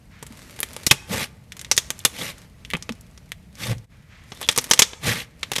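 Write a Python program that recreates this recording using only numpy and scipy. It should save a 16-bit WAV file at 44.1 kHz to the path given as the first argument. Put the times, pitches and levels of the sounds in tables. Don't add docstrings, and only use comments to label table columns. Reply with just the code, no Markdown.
import sys
import numpy as np
from scipy import signal
from scipy.fft import rfft, irfft, next_fast_len
from scipy.io import wavfile
from scipy.ndimage import map_coordinates

SR = 44100
rng = np.random.default_rng(int(sys.argv[2]) if len(sys.argv) > 2 else 0)


def dump(signal):
    limited = np.clip(np.atleast_2d(signal).T, -1, 1)
    pcm = np.round(limited * 32767).astype(np.int16)
    wavfile.write(sys.argv[1], SR, pcm)


N = 246959

# start_s, level_db, snap_over_scatter_db, cavity_hz, body_db, edge_db, sizzle_db
AIR_POCKETS = [(0.2267, -32.5, -4, 8300, 9.5, -2, -3.5), (0.266, -39, -4, 8100, -0.5, -3, -2),
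               (0.591, -34.5, 3, 8775, 2, -8.5, -9), (0.6036, -21.5, 5.5, 11300, -3, -6, 9.5),
               (0.6306, -19.5, 2.5, 2198, -5.5, -6, -3.5), (0.7326, -39.5, 1, 11980, 0, 1, 1),
               (0.765, -29, 3.5, 9720, 5.5, -3, -6.5), (0.8655, -11.5, -7, 5580, -7.5, 4, 0.5),
               (0.9107, -3, -15.5, 2587, -2, -2, -8.5), (1.521, -33.5, -0.5, 2046, -16, -4, -13.5),
               (1.5677, -39, -3, 6260, -2.5, -4, -2.5), (1.5933, -34, -1, 7170, -14.5, 0.5, -9.5),
               (1.6138, -33.5, 0, 9300, -14.5, 0, -4.5), (1.6473, -33.5, 1.5, 3430, -12.5, -0.5, -13.5),
               (1.714, -9.5, -6.5, 5450, -3, 6, -7.5), (1.7661, -26, -0.5, 9300, -8, 9, 1),
               (1.7779, -7.5, 2.5, 3460, -7, 7.5, -6), (1.9043, -20, 3.5, 6960, -3.5, -2.5, -5),
               (1.9912, -35.5, 3, 6900, -13, 6.5, 6.5), (2.0501, -7.5, -8.5, 3554, -3.5, -1, -4),
               (2.2147, -35, -2.5, 3560, -7.5, -3, -21), (2.6496, -36, 1.5, 3030, -12.5, -3.5, -19),
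               (2.7028, -31.5, 3, 2040, -21, -10.5, -8.5), (2.711, -33.5, 1, 3210, -26.5, -11.5, -16),
               (2.7355, -19, 1.5, 2360, -1, -17.5, -23), (2.751, -24, 3, 2400, -6.5, -32, -31),
               (2.7678, -37, -0.5, 9750, 8.5, 1.5, -7), (2.8248, -32.5, 1, 6160, -10.5, 6, -11.5),
               (2.8925, -25, 1.5, 2530, 1.5, -8.5, -20), (2.9223, -39, 1.5, 5300, 3, 4, -6),
               (3.0105, -46.5, 3.5, 11500, 9, 17, 14.5), (3.1764, -43.5, -1.5, 5840, 1, -1, -12.5),
               (3.319, -27.5, 5, 1950, -12.5, -9.5, -12), (3.5542, -45, 5.5, 4720, -2.5, 8, -4),
               (3.7824, -47.5, 2, 5400, -1, 1.5, -6), (4.3198, -30, -1, 3190, 5.5, 0, -24),
               (4.4139, -25.5, -5, 11800, 3.5, -3, -6.5), (4.4289, -26.5, 1, 3530, -3.5, -4, -11),
               (4.4881, -6.5, -2, 3450, -5.5, -1.5, -13), (4.513, -26, -3.5, 8400, -11.5, 1.5, -5.5),
               (4.524, -28, -5, 5000, -7.5, -1, -6), (4.562, -22.5, -4, 5270, 1, 2, -5),
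               (4.5769, -11.5, -1.5, 9100, 8.5, 4, 3), (4.5856, -11.5, 5, 5770, -4, 3, -10),
               (4.6125, -33, -3.5, 12860, -0.5, 4, 11), (4.6418, -26, -3, 5440, -9.5, 0, -0.5),
               (4.7, -30, -8.5, 11100, 0, 1.5, 2.5), (4.7113, -3.5, -4, 5420, 0, 4.5, -9),
               (4.7351, -8.5, 3, 8120, -4.5, 1.5, -9.5), (4.7762, -29.5, 1, 6420, -11, -5, -23),
               (4.7918, -0.2, -4.5, 7170, -4, 0, -6), (4.8199, -2.5, -5, 3520, -7, 6, -10),
               (4.9329, -31, -3.5, 3680, 2, -7, -35), (5.4305, -19, -4, 4130, -8.5, -7, -22),
               (5.517, -18.5, -3, 2740, 4.5, -2, -7), (5.5347, -25, 2, 5670, -11, -4, -10),
               (5.556, -23.5, -8, 3650, -16, -8, -12), (5.5623, -16.5, -3, 3625, -5, -0.5, -9),
               (5.583, -18.5, -3, 5620, -1.5, -5, -11)]
# crest_s, peak_db, pitch_hz (at the crest), rise_s, t60_s
TABLE_KNOCKS = [(0.308, -31, 235, 0.002, 0.083), (0.872, -9.5, 132, 0.00048, 0.0087),
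                (0.92, -19, 146.6, 0.0023, 0.1), (1.116, -16, 183, 0.0069, 0.05),
                (2.223, -31, 192, 0.0039, 0.048), (2.746, -17.5, 177, 0.0023, .09),
                (2.911, -19.5, 233, 0.0086, 0.065), (3.657, -26, 151, 0.013, 0.17),
                (3.724, -15.5, 111.7, 0.04, 0.09), (3.779, -28, 118, 0.032, 0.22),
                (5.082, -21, 119, 0.0063, 0.37)]
# crest_s, rise_s, hold_s, rasp_db, rasp_sag_db (over the hold),
# smack_db, smack_sag_db (over the hold), fizz_over_rasp_db
PALM_PEELS = [(1.15, 0.045, 0.091, -28, 1.5, -29.5, 10.5, -2),
              (2.225, 0.068, 0.082, -33, 2.5, -38.5, 7, -1.5), (3.658, 0.061, 0.066, -32, 3, -38, -6, -3),
              (5.083, 0.039, .14, -20, 12.5, -24, 21, -3.5)]
# crest_s, rise_s, hold_s, rustle_db, sag_db (over the hold), fizz_over_rustle_db
FINGER_SQUEEZES = [(0.421, 0.14, 0.43, -50.5, -2.5, -0.56), (1.659, 0.14, .78, -54, -0.2, -3),
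                   (2.755, 0.2, .55, -56.5, 10, -4), (4.441, .13, .36, -46, -2.5, .6),
                   (5.468, .09, .15, -50, 0.5, -3.5)]
# crest_s, rise_s, hold_s, level_db, sag_db (over the hold)
SKIN_SLIDES = [(0.135, .03, 0.082, -52, -1), (3.923, .015, 0.15, -55.5, 5), (4.13, 0.032, 0.19, -48, 5),
               (5.28, 0.018, 0.09, -60, 7)]
# crest_s, peak_db, pitch_hz, half_length_s
PINHOLE_SQUEAKS = [(0.906, -24.5, 3153, .006), (2.005, -34, 3480, 0.0033), (2.217, -24, 3480, 0.0065),
                   (4.372, -41.5, 3570, 0.017), (4.442, -28, 3620, 0.0062), (4.446, -28, 3410, 0.02)]
# time_s, gain_db
LEVEL_DIP = [(3.85, -3), (3.864, -19.5), (3.885, -16), (3.905, -5)]

# (per Hz, relative)
THREAD_SPECTRUM = [(150, -32.5), (250, -3), (386, -8), (460, 0), (576, 0), (662, -3.5), (875, -5.5),
                   (1010, -13.5), (1160, -5), (1280, -13), (2130, -5.5), (4410, -13.5), (11300, -16.5),
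                   (13400, -18.5), (16000, -37.5)]
# (per Hz, relative)
FOAM_SPECTRUM = [(150, -32), (250, 4.5), (292, -5), (607, -3.5), (761, -13), (860, -8), (1420, -9.5),
                 (2020, -7), (2810, -11), (3170, -14), (6940, -16), (12300, -19.5), (16000, -33)]
# (per Hz, relative)
RUMBLE_SPECTRUM = [(12, -49.5), (20, -18.5), (38, -7.5), (59, 0), (181, -5.5), (251, -16), (347, -22),
                   (387, -28), (481, -19.5), (507, -36), (555, -33), (608, -24), (1500, -22.5), (1950, -52),
                   (3300, -120)]
# (per Hz, relative)
WOBBLE_SPECTRUM = [(40, -26.5), (80, -8), (115, -3), (200, -5), (300, -12), (500, -36.5)]
# (per Hz, relative)
RUB_SPECTRUM = [(1000, -9), (1500, -6), (1900, -3), (2300, -3.5), (2700, -9.5), (5000, -17.5)]
# freq_hz, gain_db
TABLE_RESPONSE = [(60, -9), (130, 1.5), (300, -1), (480, 5), (720, -6.5), (880, 3.5), (1000, -3), (1180, 2),
                  (1400, -3.5), (2000, 1), (2800, -1.5), (3400, 1.5), (4600, -3.5), (6000, 0)]
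# freq_hz, t60_s
ROOM_DECAY = [(150, 1), (1000, 0.98), (3000, .45), (8000, 0.52), (14000, 0.33)]
# freq_hz, gain_db
MICROPHONE_RESPONSE = [(13600, 0), (14000, -8), (15700, -16)]

TOP_HZ = 16000
SQUEEZE_T60_S, PEEL_T60_S, SLIDE_T60_S = 0.2, 0.091, 0.48
FIZZ_SAG_DB = 2
REST_RUSTLE_DB, REST_FIZZ_DB = -63, -68
SETTLE_DB, SETTLE_T60_S = -38, 0.32
TICKS_PER_S, TICK_DB, TICK_SPREAD_DB = 15, 6, 3.5
TICK_HZ, TICK_OCTAVES = 6000, 0.6
TICK_SNAP_DB = 1.5
TICK_BODY_DB, TICK_EDGE_DB, TICK_SIZZLE_DB = -3, -1.3, -3


def amp(db):
    return np.exp(np.asarray(db) * np.log(10) / 20)


def unit(x):
    return x / np.sqrt(np.mean(x ** 2) + 1e-20)


def along(points, hz):
    f, v = np.transpose(points)
    return np.interp(np.log(hz + 1), np.log(f + 1), v)


def filtered(x, response):
    m = next_fast_len(len(x) + 8192)
    return irfft(rfft(x, m) * response(np.fft.rfftfreq(m, 1 / SR)), m)[:len(x)]


def band(x, colour, low_hz, high_hz):
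    def response(hz):
        low_edge = 1 + (low_hz / (hz + 1)) ** 10
        high_edge = 1 + (hz / high_hz) ** 10
        return amp(along(colour, hz)) / np.sqrt(low_edge * high_edge)
    return unit(filtered(x, response))


def causal(gain):
    cepstrum = irfft(np.log(np.maximum(gain, 1e-6)))
    half = len(cepstrum) // 2
    cepstrum[1:half] *= 2
    cepstrum[half + 1:] = 0
    return irfft(np.exp(rfft(cepstrum)))


def wander(rate):
    return map_coordinates(rng.standard_normal(N), [np.arange(N) * rate / SR], order=1)


def grains(rate, spread_db, hiss):
    sizes = amp(spread_db * np.clip(rng.standard_normal(N), -2, 2)) * rng.choice([-1, 1], N)
    bursts = sizes * (rng.random(N) < rate / SR)
    return unit(bursts) + hiss * rng.standard_normal(N)


def patchy(x, depth_db, width_hz, life_s):
    hz, t, z = signal.stft(x, SR, nperseg=256)
    rows, cols = np.meshgrid(hz / width_hz, t / life_s, indexing="ij")
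    knots = rng.standard_normal((128, 1024))
    field = map_coordinates(knots, [rows, cols], order=1, mode="mirror")
    return signal.istft(z * amp(depth_db * field), SR, nperseg=256)[1][:N]


def swell(crest, rise, hold, db, sag_db, t60):
    t = np.arange(0, N, 100) / SR - crest
    attack = np.exp(-(np.minimum(t, 0) / rise) ** 2)
    sag = sag_db * np.clip(t / hold, 0, 1)
    release = 60 * np.maximum(t - hold, 0) / t60
    gain = np.maximum(attack * amp(db - sag - release), 1e-9)
    return np.interp(np.arange(N) / SR - crest, t, gain)


def rumble(level_db):
    return amp(level_db) * band(rng.standard_normal(N), RUMBLE_SPECTRUM, 20, 700)


def room(x):
    hz, t, z = signal.stft(rng.standard_normal(SR // 2), SR, nperseg=256)
    decay = amp(-60 * t / along(ROOM_DECAY, hz)[:, None])
    build_up = 1 - np.exp(-t / 0.03)
    tail = signal.istft(z * decay * build_up, SR, nperseg=256)[1]
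    return signal.fftconvolve(x, tail / np.linalg.norm(tail))[:N]


def sliding(level_db):
    glide = sum(swell(*slide, SLIDE_T60_S) for slide in SKIN_SLIDES)
    return amp(level_db) * glide * band(rng.standard_normal(N), RUB_SPECTRUM, 830, 6400)


def grip():
    rustle, fizz = np.zeros(N), np.zeros(N)
    for s, rise, hold, db, sag, bright in FINGER_SQUEEZES:
        rustle += swell(s, rise, hold, db, sag, SQUEEZE_T60_S)
        fizz += swell(s, rise, hold, db + bright, sag, SQUEEZE_T60_S)
    return rustle, fizz


def settling():
    kicks = np.zeros(N)
    for s, db, *_ in AIR_POCKETS:
        kicks[round(s * SR)] = amp(db + SETTLE_DB) ** 2
    power_decay = amp(-60 / (SETTLE_T60_S * SR)) ** 2
    return np.sqrt(signal.lfilter([1], [1, -power_decay], kicks))


def squeezing(rustle_db, fizz_db, settle_fizz_db, knead_db):
    (rustle, fizz), settle = grip(), settling()
    knead = amp(knead_db) * rustle * band(rng.standard_normal(N), FOAM_SPECTRUM, 170, 400)
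    rustle = np.sqrt(rustle ** 2 + settle ** 2 + amp(REST_RUSTLE_DB) ** 2)
    fizz = np.sqrt(fizz ** 2 + (amp(settle_fizz_db) * settle) ** 2 + amp(REST_FIZZ_DB) ** 2)
    pressure = fizz / (fizz + amp(-54.5))
    bubbles = pressure * grains(rate=260, spread_db=6, hiss=0)
    bubbles = bubbles + (1 - 0.4 * pressure) * rng.standard_normal(N)
    prickle = patchy(bubbles, depth_db=2.5, width_hz=270, life_s=0.014)
    return (knead
            + amp(rustle_db) * rustle * band(prickle, FOAM_SPECTRUM, 490, 4200)
            + amp(fizz_db) * fizz * band(prickle, FOAM_SPECTRUM, 4500, 16000))


def squeaks(rough):
    out = np.zeros(N)
    drift = rough * wander(rate=1300)
    for s, db, hz, half in PINHOLE_SQUEAKS:
        t = np.arange(N) / SR - s
        out += amp(db) * np.exp(-(t / half) ** 2) * np.sin(2 * np.pi * hz * t + drift)
    return out


def thuds(uneven, sag):
    out = np.zeros(N)
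    drift = uneven * wander(rate=190)
    for s, db, hz, rise, t60 in TABLE_KNOCKS:
        near = np.arange(round((s - 0.15) * SR), round((s + 0.3) * SR))
        t = near / SR - s
        envelope = np.exp(-(np.minimum(t, 0) / rise) ** 2) * amp(-60 * np.maximum(t, 0) / t60)
        sagging_time = t - sag * np.hypot(t, 0.004)
        out[near] += amp(db) * envelope * np.cos(2 * np.pi * hz * sagging_time + drift[near])
    return out


def palms():
    smack, rasp, fizz = np.zeros(N), np.zeros(N), np.zeros(N)
    for s, rise, hold, rasp_db, sag, smack_db, smack_sag, bright in PALM_PEELS:
        smack += swell(s, rise, hold, smack_db, smack_sag, PEEL_T60_S)
        rasp += swell(s, rise, hold, rasp_db, sag, PEEL_T60_S)
        fizz += swell(s, rise, hold, rasp_db + bright, sag + FIZZ_SAG_DB, PEEL_T60_S)
    return smack, rasp, fizz


def peeling(smack_db, rasp_db, fizz_db, wobble_db):
    smack, rasp, fizz = palms()
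    clumps = amp(2 * wander(rate=260))
    threads = clumps * grains(rate=5000, spread_db=0.5, hiss=0.24)
    threads = filtered(threads, lambda hz: amp(0.44 * along(TABLE_RESPONSE, hz)))
    threads = patchy(threads, depth_db=3.2, width_hz=300, life_s=0.014)
    return (amp(smack_db) * smack * band(threads, THREAD_SPECTRUM, 170, 1300)
            + amp(rasp_db) * rasp * band(threads, THREAD_SPECTRUM, 1300, 4500)
            + amp(fizz_db) * fizz * band(threads, THREAD_SPECTRUM, 4500, 16000)
            + amp(wobble_db) * smack * band(rng.standard_normal(N), WOBBLE_SPECTRUM, 40, 500))


def scatter(t, t60, linger_db, linger_t60):
    envelope = amp(-60 * t / t60) + amp(linger_db - 60 * t / linger_t60)
    echoes = rng.standard_normal(len(t)) * envelope * (1 - np.exp(-t / 0.0014))
    return echoes / np.linalg.norm(echoes)


def pop(level_db, snap_db, cavity_hz, body_db, edge_db, sizzle_db, size=4096):
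    t, hz = np.arange(size) / SR, np.fft.rfftfreq(size, 1 / SR)
    delay = np.interp(hz, np.linspace(0, TOP_HZ, 12), rng.uniform(0.00005, 0.0006, 12))
    snap = irfft(np.exp(-2j * np.pi * np.cumsum(delay) * SR / size))
    t60 = 0.026 + 0.0058 * amp(level_db)
    burst = amp(snap_db) * snap + scatter(t, t60, linger_db=-20.5, linger_t60=0.12)
    burst = burst * np.minimum(1, 2 - 2 * t / t[-1])
    tilt = [(900, body_db), (1800, 0.00043), (3200, 0), (5600, edge_db),
            (11000, sizzle_db), (15000, sizzle_db - 7.0)]
    cavity_db = 5 / (1 + ((hz - cavity_hz) / (0.13 * cavity_hz)) ** 2)
    ring = causal(amp(along(tilt, hz) + along(TABLE_RESPONSE, hz) + cavity_db))
    sound = signal.fftconvolve(burst, ring)[:size]
    return amp(level_db) * sound / np.linalg.norm(sound) * np.sqrt(SR / 100)


def ticks(count=100):
    out = np.zeros(N + SR)
    fizz = np.hypot(grip()[1], amp(REST_FIZZ_DB))
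    starts = ((np.arange(count) + rng.random(count)) * SR / TICKS_PER_S).astype(int)
    chances = np.clip(rng.standard_normal((count, 2)), -2, 2)
    for start, (strength, pitch) in zip(starts, chances):
        level_db = TICK_DB + TICK_SPREAD_DB * strength
        cavity_hz = TICK_HZ * 2 ** (TICK_OCTAVES * pitch)
        sound = pop(level_db, TICK_SNAP_DB, cavity_hz, TICK_BODY_DB, TICK_EDGE_DB, TICK_SIZZLE_DB)
        if start < N:
            out[start:][:len(sound)] += fizz[start] * sound
    return out[:N]


def pops(level_db):
    out = np.zeros(N + SR)
    for s, *pocket in AIR_POCKETS:
        sound = pop(*pocket)
        out[round(s * SR):][:len(sound)] += sound
    return amp(level_db) * out[:N]


def level_dip():
    s, db = np.transpose(LEVEL_DIP)
    return amp(np.interp(np.arange(N) / SR, s, db))


def scene():
    slime = pops(level_db=1.3) + ticks() + squeaks(rough=1.3) + thuds(uneven=0.5, sag=0.07)
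    slime = slime + peeling(smack_db=0.3, rasp_db=0.8, fizz_db=0.3, wobble_db=3)
    quiet = squeezing(rustle_db=2.0, fizz_db=-0.5, settle_fizz_db=-5, knead_db=-2.5)
    quiet = quiet + sliding(level_db=1.0) + rumble(level_db=-44.5)
    hiss = amp(-65) * rng.standard_normal(N)
    mix = slime + amp(-28.0) * room(slime) + quiet + hiss
    return (level_dip() * mix)[None]


def record(dry):
    clipped = np.clip(dry[0], -0.97, 0.97)

    def response(hz):
        return amp(along(MICROPHONE_RESPONSE, hz)) / (1 + (hz / TOP_HZ) ** 150)
    return filtered(clipped, response)[None]


dry = scene()
out = record(dry)
dump(out)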